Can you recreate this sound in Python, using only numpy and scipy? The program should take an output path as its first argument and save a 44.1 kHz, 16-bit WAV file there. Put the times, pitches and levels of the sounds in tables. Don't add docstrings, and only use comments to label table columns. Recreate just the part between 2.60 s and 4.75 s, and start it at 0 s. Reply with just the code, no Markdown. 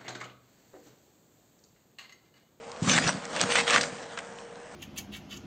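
import sys
import numpy as np
from scipy import signal
from scipy.fft import rfft, irfft, next_fast_len
from scipy.io import wavfile
from scipy.ndimage import map_coordinates

SR = 44100
rng = np.random.default_rng(int(sys.argv[2]) if len(sys.argv) > 2 else 0)


def to_wav(s):
    ch = np.atleast_2d(s).T
    pcm = np.round(np.clip(ch, -1, 1) * 32767)
    wavfile.write(sys.argv[1], SR, pcm.astype(np.int16))


N = 94815
TOP_HZ = 8950


def scooter(waver=0.0026, flutter_db=0.8, dull_hz=2500, treble_db_per_db=0.093):
    # t/s, f/Hz, level/dB
    motor = [(0, 458, -49.5), (.1, 470, -47), (.17, 493, -53.5), (.33, 512.5, -40.5), (.57, 481, -61),
             (.69, 468, -45), (.8, 485, -58), (.89, 478, -37), (1.06, 470, -37.5), (1.18, 492, -42),
             (1.3, 470, -47.5), (1.42, 468, -53), (1.8, 470, -50), (2.02, 474, -50.5), (2.15, 487, -51)]
    # t/s, level/dB
    tyre_levels = [(0, -49), (.2, -44.5), (.45, -35), (.62, -42), (.8, -34), (1.05, -37), (1.25, -38),
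                   (1.4, -43), (1.6, -43.5), (1.9, -51), (2.15, -45.5)]
    # f/Hz, level/dB
    tyre_colour = [(30, -39.5), (60, -14.5), (130, -10.5), (230, -4), (380, -9.5), (520, 0), (700, -0.5),
                   (900, -3.5), (1250, -5.5), (1650, -7.5), (2200, -13.5), (4000, -18.5), (8500, -19.5)]
    hz, db = curves(motor)
    phase = 2 * np.pi * np.cumsum(hz * (1 + waver * wobble(57.5))) / SR
    whine = np.sqrt(2) * amp(db + flutter_db * wobble(30)) * np.sin(phase)
    tyre_db, = curves(tyre_levels)
    crunch = textured(grit(rate=900, spread_db=5, share=0.38), tyre_colour)
    crunch = patchy(crunch, depth_db=2.0, width_hz=164, life_s=0.043)
    body = signal.sosfiltfilt(signal.butter(1, dull_hz, fs=SR, output="sos"), crunch)
    treble = amp(treble_db_per_db * (tyre_db - tyre_db.mean())) * (crunch - body)
    return whine + amp(tyre_db + 0.9 * wobble(35.14)) * (body + treble)


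def rubbing(firm_db=-26.5, hiss_exponent=0.56):
    # t/s, level/dB
    strokes = [
        [(.215, -58), (.221, -46.5), (.265, -38.5), (.29, -25.5), (.335, -24.5), (.357, -28.5), (.385, -26.5),
         (.412, -38.5), (.465, -35), (.492, -29.5), (.512, -45), (.58, -54.5), (.66, -43.5)],
        [(.73, -45), (.765, -35), (.79, -37.5), (.82, -29), (.836, -26.5), (.848, -38), (.88, -38.5),
         (.92, -25.5), (.944, -33), (.96, -23.5), (1.003, -24.5), (1.018, -31.5), (1.055, -38.5)],
        [(1.055, -48), (1.08, -23.5), (1.093, -29), (1.12, -25), (1.148, -21.5), (1.183, -26.5), (1.198, -35),
         (1.24, -32), (1.27, -50.5), (1.3, -75)],
    ]
    # t/s, level/dB
    hiss_levels = [(.22, -29.5), (.35, -30), (.49, -29), (.76, -68), (.83, -35), (.97, -38.5),
                   (1.16, -36.5), (1.24, -32.5)]
    # f/Hz, level/dB
    hiss_colour = [(1500, -14.5), (3500, -15), (6000, -8), (8500, -11.5)]
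    # t/s, level/dB
    rumble_levels = [(.215, -74), (.228, -32), (.31, -28.5), (.4, -31.5), (.5, -37.5), (.58, -42.5),
                     (.65, -51.5), (.79, -50), (.84, -37), (.9, -41), (.95, -51), (1, -39.5), (1.08, -48.5),
                     (1.15, -31.5), (1.24, -43), (1.4, -64.5)]
    # f/Hz, level/dB
    rumble_colour = [(40, -37.5), (75, -29), (110, -10.5), (155, -2.5), (205, 0.5), (255, 0.5),
                     (340, -12.5), (600, -27)]
    pressure = sum(amp(curves(stroke, outside=-120)[0]) for stroke in strokes) * amp(1.8 * wobble(170))
    rasp = coloured(grit(rate=1400, spread_db=3, share=0.49), cloth_db)
    rasp = contact_resonance(patchy(rasp, depth_db=4.0, width_hz=49, life_s=0.017))
    fine = textured(grit(rate=4000, spread_db=5, share=0.2), hiss_colour)
    fine = patchy(fine, depth_db=7, width_hz=160, life_s=0.018)
    hiss = amp(curves(hiss_levels)[0]) * (pressure / amp(firm_db)) ** hiss_exponent * fine
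    rumble = amp(curves(rumble_levels)[0]) * textured(rng.standard_normal(N), rumble_colour)
    return pressure * rasp + hiss + rumble


def contact_resonance(rasp, lift_db=4.5, width_oct=0.53):
    # t/s, f/Hz
    centres = [(0.287, 1200), (.305, 2800), (.338, 3800), (0.386, 1840), (.45, 3480), (.497, 1190),
               (.77, 1900), (0.831, 4540), (.842, 1400), (.92, 3110), (.96, 1900), (1.005, 2630),
               (1.1, 2600), (1.14, 1600), (1.239, 1860)]
    hz, t, spectra = signal.stft(rasp, SR, nperseg=256)
    s, centre_hz = np.transpose(centres)
    octaves = np.log2(hz + 1)[:, None] - np.interp(t, s, np.log2(centre_hz))
    spectra = spectra * amp(lift_db * gaussian(octaves, width_oct))
    return unit(signal.istft(spectra, SR, nperseg=256)[1][:N])


def cloth_db(hz, low_hz=380):
    # f/Hz, level/dB
    cloth_colour = [(400, -13.5), (520, -2), (700, -1.5), (880, -4.5), (1100, -2), (1700, -2), (2400, -3.5),
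                    (3500, -6), (4700, -9.5), (6500, -12), (9000, -14.5)]
    return along(cloth_colour, hz) - 10 * np.log10(1 + (low_hz / (hz + 20)) ** 6) - top_loss_db(hz)


def snaps(scatter=0.36, focus_db=8.5, width_oct=0.33, pivot_hz=2000):
    # t/s, peak level/dB, centre f/Hz, t60/s
    catches = [(0.1174, -28, 4800, .014), (.163, -35, 3840, 0.013), (.296, -9, 3000, .022),
               (.379, -9.5, 2000, 0.018), (0.3855, -8, 1800, 0.015), (.477, -12.5, 5000, .015),
               (.492, -14.5, 1200, 0.058), (0.53, -26, 4000, .01), (0.654, -22, 7100, 0.0084),
               (.7635, -15.5, 1680, 0.014), (.7975, -16, 3030, .008), (0.8076, -14.5, 4500, .005),
               (.8138, -5.5, 5800, 0.012), (0.838, -13, 1390, 0.008), (.923, -10.5, 3340, 0.003),
               (.9555, -8.5, 1810, 0.013), (.959, -8, 2220, 0.018), (.986, -14, 1800, 0.0096),
               (1.003, -11.5, 2540, 0.0079), (1.079, -12, 1560, 0.0073), (1.0996, -10, 2700, 0.01),
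               (1.1068, -8.5, 5500, .005), (1.128, -14, 1640, 0.011), (1.1612, -6, 1710, 0.028),
               (1.182, -13.5, 1700, 0.024), (1.211, -14, 5150, 0.039), (1.233, -15, 6000, 0.0069),
               (1.238, -18, 1860, 0.013), (1.319, -39, 1320, .03), (1.384, -35.5, 2800, 0.022),
               (1.575, -22, 1375, 0.011), (1.578, -21, 1620, 0.027), (1.588, -23, 2420, 0.034),
               (1.787, -32, 3000, 0.018), (1.957, -37, 4800, .01)]
    out, t = np.zeros(N), np.arange(SR // 16) / SR
    for s, db, centre_hz, t60 in catches:
        slips = scatter * rng.standard_normal(len(t)) * amp(-60 * t / t60) / 2
        slips[0] = -1
        tilt_db_per_oct = 2.5 * np.log2(centre_hz / pivot_hz)

        def snap_db(hz):
            octaves = np.log2((hz + 100) / centre_hz)
            return cloth_db(hz) + tilt_db_per_oct * octaves + focus_db * gaussian(octaves, width_oct)

        snap = coloured(slips, snap_db)
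        add(out, s, amp(db) * snap / np.abs(snap).max())
    return out


def bumps(attack_s=0.0022, low_hz=95):
    # t/s, peak level/dB
    knocks = [(.221, -19), (.274, -22), (0.373, -30), (0.462, -24), (.547, -31), (0.834, -27), (1.142, -41),
              (1.204, -37), (1.324, -39.5)]
    # f/Hz, level/dB, t60/s
    case_modes = [(129.5, -0.5, 0.067), (161, 0, 0.11), (188.5, -6, 0.21), (259, -7, 0.09)]
    out, t = np.zeros(N), np.arange(SR // 5) / SR
    low_cut = signal.butter(4, low_hz, "high", fs=SR, output="sos")
    for s, db in knocks:
        ring = sum(amp(level + rng.normal(0, 0.79) - 60 * t / t60) * np.sin(2 * np.pi * hz * t)
                   for hz, level, t60 in case_modes)
        ring = signal.sosfilt(low_cut, ring * (1 - np.exp(-t / attack_s)))
        add(out, s, amp(db) * ring / np.abs(ring).max())
    return out


def wall_echo(direct, t60_s=0.75, level_db=-33):
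    t = np.arange(SR // 2) / SR
    tail = rng.standard_normal(len(t)) * amp(-60 * t / t60_s)
    return amp(level_db) * signal.fftconvolve(direct, tail / np.linalg.norm(tail))[:N]


def yard_ambience(level_db=-52.5):
    # f/Hz, level/dB
    yard_colour = [(25, -19), (60, -13.5), (130, -12), (190, -3), (260, -11), (350, -13.5), (430, -3),
                   (540, -10), (850, -10), (1500, -13.5), (2500, -16), (4500, -39.5), (9000, -30)]
    return amp(level_db) * textured(rng.standard_normal(N), yard_colour)


def grit(rate, spread_db, share):
    ticks = (rng.random(N) < rate / SR) * rng.choice([-1, 1], N)
    ticks = ticks * amp(spread_db * np.minimum(rng.standard_normal(N), 2))
    return np.sqrt(share) * unit(ticks) + np.sqrt(1 - share) * rng.standard_normal(N)


def patchy(x, depth_db, width_hz, life_s):
    frame, hop = 512, 128
    spectra = signal.stft(x, nperseg=frame, noverlap=frame - hop)[2]
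    field = rng.standard_normal(spectra.shape)
    for axis, width in enumerate([width_hz * frame / SR, life_s * SR / hop]):
        offsets = np.arange(spectra.shape[axis]) - spectra.shape[axis] // 2
        field = signal.fftconvolve(field, np.expand_dims(gaussian(offsets, width), 1 - axis), "same")
    spectra = spectra * amp(depth_db * unit(field))
    return unit(signal.istft(spectra, nperseg=frame, noverlap=frame - hop)[1][:N])


def coloured(x, level_db):
    m = 2 * next_fast_len(len(x))
    cepstrum = irfft(np.log(amp(level_db(np.fft.rfftfreq(m, 1 / SR)))), m)
    cepstrum[1:m // 2] *= 2
    cepstrum[m // 2 + 1:] = 0
    return irfft(rfft(x, m) * np.exp(rfft(cepstrum)), m)[:len(x)]


def textured(source, colour):
    return unit(coloured(source, lambda hz: along(colour, hz) - top_loss_db(hz)))


def top_loss_db(hz):
    return 10 * np.log10(1 + (hz / TOP_HZ) ** 20)


def amp(db):
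    return 10 ** (np.asarray(db) / 20)


def unit(x):
    return x / np.sqrt(np.mean(x ** 2) + 1e-20)


def gaussian(x, width):
    return np.exp(-.5 * (x / width) ** 2)


def along(points, hz):
    f, db = np.transpose(points)
    return np.interp(np.log(hz + 1), np.log(f + 1), db)


def curves(rows, outside=None):
    s, *cols = np.transpose(rows)
    return [np.interp(np.arange(N) / SR, s, c, outside, outside) for c in cols]


def wobble(rate):
    return map_coordinates(rng.standard_normal(int(N * rate / SR) + 4), [np.arange(N) * rate / SR])


def add(track, s, sound):
    part = track[max(round(s * SR), 0):][:len(sound)]
    part += sound[:len(part)]


def scene():
    direct = scooter() + rubbing() + snaps() + bumps()
    return (direct + wall_echo(direct) + yard_ambience())[None]


def record(dry):
    m = next_fast_len(N + SR // 2)
    hz = np.fft.rfftfreq(m, 1 / SR)
    return irfft(rfft(dry, m) / np.sqrt(1 + (hz / TOP_HZ) ** 160), m)[..., :N]


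dry = scene()
out = record(dry)
to_wav(out)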